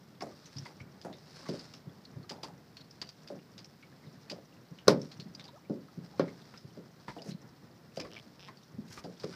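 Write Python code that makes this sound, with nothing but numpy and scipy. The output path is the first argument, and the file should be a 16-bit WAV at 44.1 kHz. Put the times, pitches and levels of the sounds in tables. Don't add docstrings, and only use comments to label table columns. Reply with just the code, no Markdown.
import sys
import numpy as np
from scipy import signal
from scipy.fft import rfft, irfft, next_fast_len
from scipy.io import wavfile
from scipy.ndimage import map_coordinates

SR = 44100
rng = np.random.default_rng(int(sys.argv[2]) if len(sys.argv) > 2 else 0)


def wav_out(sig):
    wavfile.write(sys.argv[1], SR, np.round(np.clip(np.atleast_2d(sig).T, -1, 1) * 32767).astype(np.int16))


N = 412335
T = np.arange(int(0.5 * SR)) / SR

# start in seconds, overall level in dB, hardness of the contact in dB,
# level of the struck panel in dB.
KNOCKS = [(4.8807, -13.5, 4, -0.5), (5.697, -26.5, -28, -26), (6.195, -24, -12, -2.5)]
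# first touch in seconds, level of the smack in dB,
# wait until the air pocket closes in seconds, level of the pocket in dB, starting pitch of the pocket in Hz.
SLAPS = [(0.2069, -38.5, .012, -30.5, 727), (0.6521, -44.5, 0.0028, -40.5, 975),
         (1.0143, -42.5, 0.034, -31.5, 720), (1.423, -52, .005, -46, 890), (1.4856, -37, 0.0031, -26, 470),
         (2.2941, -30.5, 0.013, -35.5, 886), (2.4312, -31.5, .002, -35, 938),
         (3.275, -40.5, .026, -33, 597), (4.2979, -30.5, 0.013, -35, 619), (6.767, -58, .003, -38, 410),
         (7.162, -57, .003, -36.5, 708), (7.248, -57.5, 0.00828, -37.5, 477),
         (7.9704, -35.5, 0.0024, -32.5, 548), (8.042, -53, 0.0029, -38.5, 530),
         (9.0391, -43.5, 0.0032, -33, 569), (9.2346, -39, 0.0021, -30.5, 439)]
# start in seconds, level in dB before a fixed trim, pitch in Hz,
# change of level from one rebound to the next in dB.
THUDS = [(.559, -28, 141, -2), (0.805, -34, 115, -20), (1.866, -31.5, 138, -12), (2.159, -29, 129, -6.5),
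         (4.064, -35.5, 143, -15), (4.169, -42.5, 151, -12), (4.711, -34.5, 163, -16),
         (5.186, -30.5, 162, -5), (5.255, -34, 193, -9), (5.973, -27, 162, -5.5), (6.641, -32.5, 139, -22),
         (7.282, -26.5, 180, -1.5), (8.738, -34.5, 139, -2), (8.78, -26, 222, -11.5), (8.893, -37, 127, -7)]
# frequency in Hz, time to fall by 60 dB in seconds.
SHEET_T60 = [(120, .42), (450, .29), (1000, .19), (3000, .14), (12000, .12)]


def amp(db):
    return 10 ** (np.asarray(db) / 20)


def unit(x):
    return x / np.sqrt(np.mean(x ** 2) + 1e-20)


def along(points, hz):
    f, v = np.transpose(points)
    return np.interp(np.log(hz + 1), np.log(f), v)


def fade(t60):
    return np.exp(-np.log(1000) * T / np.maximum(t60, 1e-3))


def filtered(x, response):
    m = next_fast_len(len(x) + 8192)
    spectrum = rfft(x, m) * response(np.fft.rfftfreq(m, 1 / SR))
    return irfft(spectrum, m)[:len(x)]


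def noise(spectrum, size):
    white = rng.standard_normal(size)
    return unit(filtered(white, lambda f: amp(along(spectrum, f))))


def resonance(f, hz, q):
    damping = 1j * f * hz / q
    return damping / (hz * hz - f * f + damping)


def lowpass(x, hz, order):
    sos = signal.butter(order, min(hz, SR / 2 - 1), fs=SR, output="sos")
    return signal.sosfilt(sos, x)


def wobble(rate):
    knots = rng.standard_normal(int(N * rate / SR) + 4)
    return map_coordinates(knots, [np.arange(N) * rate / SR])


def grit(depth_db, rate=700):
    knots = np.arange(0, T[-1], 1 / rate)
    strength = np.interp(T, knots, rng.standard_normal(len(knots)))
    return unit(amp(depth_db * strength))


def add(track, s, sound):
    part = track[max(round(s * SR), 0):][:len(sound)]
    part += sound[:len(part)]


def river():
    # frequency in Hz, relative level in dB per Hz.
    rumble = [(25, -28.5), (45, -45), (70, -14), (150, 2.5), (250, -4.5), (450, -11.5), (900, -18),
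              (2000, -24), (4000, -65)]
    # frequency in Hz, relative level in dB per Hz.
    hiss = [(100, 8.5), (5000, -3), (9500, -14), (14000, -8.5)]
    rest_db, wash_db, wash_s = -58.5, -65, 0.16
    t = np.arange(N) / SR
    stir = np.zeros(N)
    for row in SLAPS + KNOCKS + THUDS:
        u = np.maximum(t - row[0], 0) / wash_s
        stir += (u * np.exp(1 - u)) ** 2
    level = np.sqrt(amp(rest_db) ** 2 + amp(wash_db) ** 2 * stir)
    murmur = level * amp(1.8 * wobble(22)) * noise(rumble, size=N)
    return murmur + amp(-68.5) * noise(hiss, size=N)


def ripples(count=170, cycles=35):
    out = np.zeros(N)
    short = T[:SR // 10]
    for when, pitch, size in rng.random((count, 3)):
        hz = 5700 * 2 ** (-2.4 * pitch ** 6)
        drop = np.sin(2 * np.pi * hz * short) * fade(cycles / hz)[:len(short)]
        reflections = rng.standard_normal(len(short)) * fade(0.042)[:len(short)]
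        drop = signal.fftconvolve(drop, reflections)
        add(out, when * N / SR, amp(-62 + 9.1 * size ** 2) * drop / np.abs(drop).max())
    return out


def bubbles():
    # start in seconds, level in dB, starting pitch in Hz, ratio of end to start pitch,
    # length in seconds.
    bubble_rows = [(5.452, -56, 810, 0.92, 0.027), (5.488, -51.5, 980, 0.88, 0.018),
                   (5.532, -53.5, 545, 3.4, 0.076), (5.559, -56.5, 1304, 0.65, 0.032),
                   (6.136, -53, 803, 1.1, 0.035)]
    out = np.zeros(N)
    for s, db, hz, ratio, length in bubble_rows:
        u = np.minimum(T / length, 1)
        swell = np.sin(np.pi * u ** 0.38)
        phase = 2 * np.pi * np.cumsum(hz * ratio ** (u * u)) / SR
        add(out, s, amp(db) * swell * np.sin(phase))
    return out


def line():
    # moment of fastest slide in seconds, level in dB, time scale of gathering speed in seconds.
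    pulls = [(.56, -60.5, .27), (1.52, -54.5, 0.28), (2.97, -67, 0.054), (4.14, -68.5, 0.2),
             (5.051, -64.5, 0.22), (6.498, -64.5, 0.57), (7.06, -64, .07), (8.2, -68, 0.35),
             (9.33, -57, 0.17)]
    # frequency in Hz, relative level in dB per Hz.
    swish = [(500, 1.5), (1500, -0.5), (3000, -8.5), (4300, 0), (5300, 2.5), (6500, -11.5), (9000, -17.5),
             (15000, -38)]
    stop_s, floor_db = 0.2, -70.5
    t = np.arange(N) / SR
    power = np.full(N, amp(floor_db) ** 2)
    for s, db, rise in pulls:
        width = np.where(t < s, rise, stop_s)
        power += (amp(db) * np.exp(-((t - s) / width) ** 2)) ** 2
    uneven_db = 1.6 * wobble(35) + 2.5 * wobble(400)
    return np.sqrt(power) * amp(uneven_db) * noise(swish, size=N)


def reel():
    # start in seconds, length in seconds, level in dB, ticks per second.
    runs = [(8.107, 0.098, -55.5, 110), (8.395, 0.095, -57, 186)]
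    # frequency in Hz, relative level in dB per Hz.
    pawl = [(200, -6), (450, 12.5), (1300, -3), (2200, 2), (3200, 8.5), (4200, -4), (5600, 7), (7000, -49),
            (14000, -47)]
    out = np.zeros(N)
    for s, length, db, rate in runs:
        run = np.zeros(len(T))
        common = noise(pawl, size=len(T))
        for when in np.arange(0, length, 1 / rate):
            tick = (common + noise(pawl, size=len(T))) * fade(0.009)
            add(run, when, rng.uniform(0.6, 1.3) * tick)
        add(out, s, amp(db) * run / np.sqrt(np.mean(run[T < length] ** 2)))
    return out


def rubs():
    # start in seconds, length in seconds, level in dB.
    strokes = [(7.229, 0.096, -54.5), (7.94, 0.046, -55.5), (8.842, 0.17, -53.5)]
    # frequency in Hz, relative level in dB per Hz.
    cloth = [(700, -9), (1500, -2), (3500, -5.5), (5500, 3.5), (7500, -9), (11000, -16), (15000, -20)]
    out = np.zeros(N)
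    for s, length, db in strokes:
        u = np.minimum(T / length, 1)
        swell = np.sqrt(np.abs(np.sin(np.pi * u ** 2)))
        add(out, s, amp(db) * swell * grit(depth_db=4.0, rate=236) * noise(cloth, size=len(T)))
    return out


def clacks():
    # start in seconds, level in dB before a fixed trim, cavity pitch in Hz.
    clack_rows = [(0.2081, -36, 1090), (1.456, -37, 1110), (2.4344, -42, 1000), (3.0186, -38.5, 2930),
                  (6.2514, -48, 1310), (6.279, -42.5, 2070), (6.538, -41, 1370), (7.0804, -29, 950),
                  (7.9967, -35, 2400), (8.047, -39.5, 1150), (8.483, -38, 1050), (8.9096, -45.5, 1580),
                  (8.973, -35, 1195), (9.234, -40, 1210), (9.333, -43, 1480)]
    # frequency in Hz, relative level in dB per Hz.
    holder = [(300, 13.5), (700, 3.5), (1000, 9.5), (1450, 2.5), (2050, 7.5), (2700, -6), (4500, -3),
              (9000, -23), (15000, -45.5)]
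    cavity_db, q, octave_db = -3, 18, -13
    out = np.zeros(N)
    for s, db, hz in clack_rows:
        hollow = filtered(
            rng.standard_normal(len(T)),
            lambda f: resonance(f, hz, q) - amp(octave_db) * resonance(f, 2 * hz, q))
        rattle = noise(holder, size=len(T)) * grit(depth_db=3.5)
        clack = (rattle + amp(cavity_db) * unit(hollow)) * fade(0.13)
        add(out, s, amp(db - 8.5) * clack * (1 - np.exp(-T / 0.00065)))
    return out


def click(hz, clatter):
    ping_t60, rattle_t60 = 0.05, 0.13
    contacts = 0.31 * fade(0.00092)
    bounce = 0.0065 * rng.uniform(0.099, 0.54)
    add(contacts, bounce, 0.5 * fade(0.0021))
    scatter = grit(depth_db=4.5) * fade(ping_t60 + clatter * (rattle_t60 - ping_t60))
    burst = rng.standard_normal(len(T)) * (contacts + scatter)
    tick = filtered(burst, lambda f: resonance(f, hz, 15) + 0.33 * clatter * resonance(f, hz * 0.77, 1.3))
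    tick = lowpass(tick, 5620, order=6) + 0.14 * tick
    return amp(-10.5) * tick / np.sqrt(np.mean(tick[T < 0.008] ** 2))


def clicks():
    # start in seconds, level in dB before click's own trim, pitch in Hz,
    # clatter from 0 (a clean ping) to 1 (a broad rattle).
    click_rows = [(0.221, -35, 5400, 0), (0.457, -44.5, 6060, .5), (.567, -37, 4930, 0.14),
                  (.583, -33, 5430, 0.14), (.656, -39, 2040, 0.2), (0.8023, -40, 2270, 0.6),
                  (1.127, -44.5, 3670, 0.8), (1.594, -37.5, 4760, 0.45), (1.737, -40, 5260, 1),
                  (2.0508, -42, 4320, 0), (2.7686, -38.5, 4340, 1), (2.8082, -44, 4220, 0),
                  (2.9088, -43.5, 5140, 0.1), (3.0158, -27, 4700, 0.38), (3.0902, -37, 4760, .3),
                  (3.579, -40.5, 4900, 1), (3.644, -41.5, 5300, 0.3), (3.827, -46, 2250, 0.5),
                  (4.785, -42.5, 2900, 0.6), (5.016, -36.5, 5470, 0.05), (5.1155, -40.5, 4200, 1),
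                  (5.1982, -37, 4360, 0.5), (5.349, -35.5, 4860, 0), (5.3964, -39, 3680, 1),
                  (5.4407, -42.5, 4840, 0.56), (5.4786, -43.5, 3870, 0.3), (6.575, -41.5, 5100, .5),
                  (7.184, -45.5, 2920, 0.2), (7.219, -38.5, 4970, 0.05), (7.3063, -42, 4080, .7),
                  (7.998, -31.5, 5070, 0.68), (8.1655, -36, 2270, 0.03), (8.5707, -47.5, 4550, 0.2),
                  (9.1985, -41.5, 4720, 0.3)]
    out = np.zeros(N)
    for s, db, hz, clatter in click_rows:
        add(out, s, amp(db) * click(hz, clatter))
        settle = 0.051 * (0.5 + rng.random())
        add(out, s + settle, amp(db - 19.5) * click(hz, clatter))
    return out


def sheet():
    # frequency in Hz, relative level in dB per Hz.
    sheet_colour = [(50, -46), (100, -20.5), (170, 4.5), (550, -3.5), (720, -10), (1400, -11.5),
                    (2900, -20), (5200, -11), (7000, -29), (15000, -40)]
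    hz, t, z = signal.stft(noise(sheet_colour, size=len(T)), SR, nperseg=256)
    decay = np.exp(-np.log(1000) * t / along(SHEET_T60, hz)[:, None])
    return signal.istft(z * decay, SR, nperseg=256)[1][:len(T)]


def hull():
    # frequency in Hz, mean level in dB relative to the other modes.
    hull_modes = [(119, -20), (143, -14), (173, -9), (192, -14), (218, -14), (246, -14), (275, -11),
                  (303, -11), (361, -9), (392, -12), (416, -7), (484, -10), (509, -10), (562, -6),
                  (622, -15), (707, -19), (836, -21), (905, -19), (1013, -18), (1252, -21)]
    hz, db = np.transpose(hull_modes)[:, :, None]
    phase = rng.uniform(0, 2 * np.pi, hz.shape)
    strength = amp(db + rng.standard_normal(hz.shape))
    modes = strength * fade(along(SHEET_T60, hz)) * np.sin(2 * np.pi * hz * T + phase)
    spreading = 1 - np.exp(-T / 0.00053)
    return (amp(-3) * modes.sum(0) + amp(-6) * sheet()) * spreading


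def thuds(count=3):
    push_s, rebound_s = 0.042, 0.029
    out = np.zeros(N)
    u = T / push_s * 3.8
    for s, db, hz, rebound_db in THUDS:
        push = u ** 2 * np.exp(1 - u ** 2) * np.sin(2 * np.pi * hz * T)
        for k in range(count):
            add(out, s + k * rebound_s, amp(db - 7 + k * rebound_db) * push)
        add(out, s, amp(db - 11.5) * lowpass(hull(), 260, order=2))
    return out


def gulp(pocket_hz, count=24, sag=1.88):
    # frequency in Hz, relative level in dB per Hz.
    spray_colour = [(400, -15), (850, -1.5), (1300, 1), (2300, -11.5), (3200, -16.5), (5200, -12.5),
                    (7000, -17), (15000, -32)]
    slap_s = 0.23
    water, short = np.zeros(len(T)), T[:SR // 10]
    for k, (when, pitch) in enumerate(rng.random((count, 2))):
        delay = slap_s * 0.7 * ((k + when) / count) ** 1.8
        hz = pocket_hz * np.exp(0.199 * (4 * pitch - 2) - sag * delay)
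        decay = np.exp(-np.log(1000) * short * hz / 22)
        pocket = np.sin(2 * np.pi * hz * short) * decay * (1 - np.exp(-short * hz))
        add(water, delay, (-1) ** k * np.exp(-4.5 * delay / slap_s) * pocket)
    phase = 2 * np.pi * np.cumsum(pocket_hz * np.exp(-sag * T)) / SR
    big = np.sin(phase) * fade(0.24) * (1 - np.exp(-T / 0.0022))
    air = amp(-7) * (water / np.abs(water).max() + big * grit(depth_db=9.5, rate=276))

    octaves = np.log2(pocket_hz / 706)
    boom = amp(-6 - 4.5 * octaves) * lowpass(hull(), pocket_hz * 0.67, order=2)
    spray = noise(spray_colour, size=len(T)) * grit(depth_db=3.5) * fade(slap_s * 0.8)
    return air + boom + amp(-19.5 + 14.5 * octaves) * spray


def slaps():
    out = np.zeros(N)
    for s, smack_db, wait, db, hz in SLAPS:
        add(out, s, amp(smack_db) * click(hz=4800, clatter=0.85))
        add(out, s + wait, amp(db) * gulp(hz))
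        add(out, s + wait + 0.048, amp(db - 11) * gulp(hz * 0.92))
    return out


def ring(modes, rise_cycles):
    out = np.zeros(len(T))
    for k, (hz, db, t60) in enumerate(modes):
        build_up = 1 - np.exp(-T * hz / rise_cycles)
        out += (-1) ** k * amp(db) * fade(t60) * build_up * np.sin(2 * np.pi * hz * T)
    return out


def knocks():
    # frequency in Hz, relative level in dB, time to fall by 60 dB in s.
    panel_modes = [(277, 6.5, 0.033), (400, 16.5, 0.0229), (532, 13, 0.038), (1120, 2.5, 0.028),
                   (1435, -1.5, 0.026)]
    # frequency in Hz, relative level in dB, time to fall by 60 dB in s.
    fitting_modes = [(3820, 3.5, 0.0078), (4300, 2.5, 0.018), (5090, 3.5, 0.017), (6040, -3, 0.021),
                     (8450, -37, 0.014)]
    lead = 0.0079
    out = np.zeros(N)
    for s, db, hard_db, panel_db in KNOCKS:
        crack = amp(-2.5) * lowpass(rng.standard_normal(len(T)), 8300, order=2) * fade(0.0025)
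        contact = amp(-7.5) * ring(fitting_modes, rise_cycles=0.2) + crack
        panel = ring(panel_modes, rise_cycles=1.2)
        body = lowpass(hull(), 12000 * amp(hard_db), order=2)
        add(out, s, amp(db) * (amp(hard_db) * contact + amp(panel_db) * panel + body))
        add(out, s - lead, amp(db + hard_db - 19) * lowpass(sheet(), 1200, order=1))
    return out


def scene():
    water = river() + ripples() + bubbles()
    gear = line() + reel() + rubs() + clacks() + clicks()
    boat = thuds() + slaps() + knocks()
    return (water + gear + boat)[None]


def record(dry):
    top_hz = 15400
    thin = signal.sosfilt(signal.butter(3, 56, "high", fs=SR, output="sos"), dry[0])
    return filtered(thin, lambda f: f < top_hz)[None]


dry = scene()
out = record(dry)
wav_out(out)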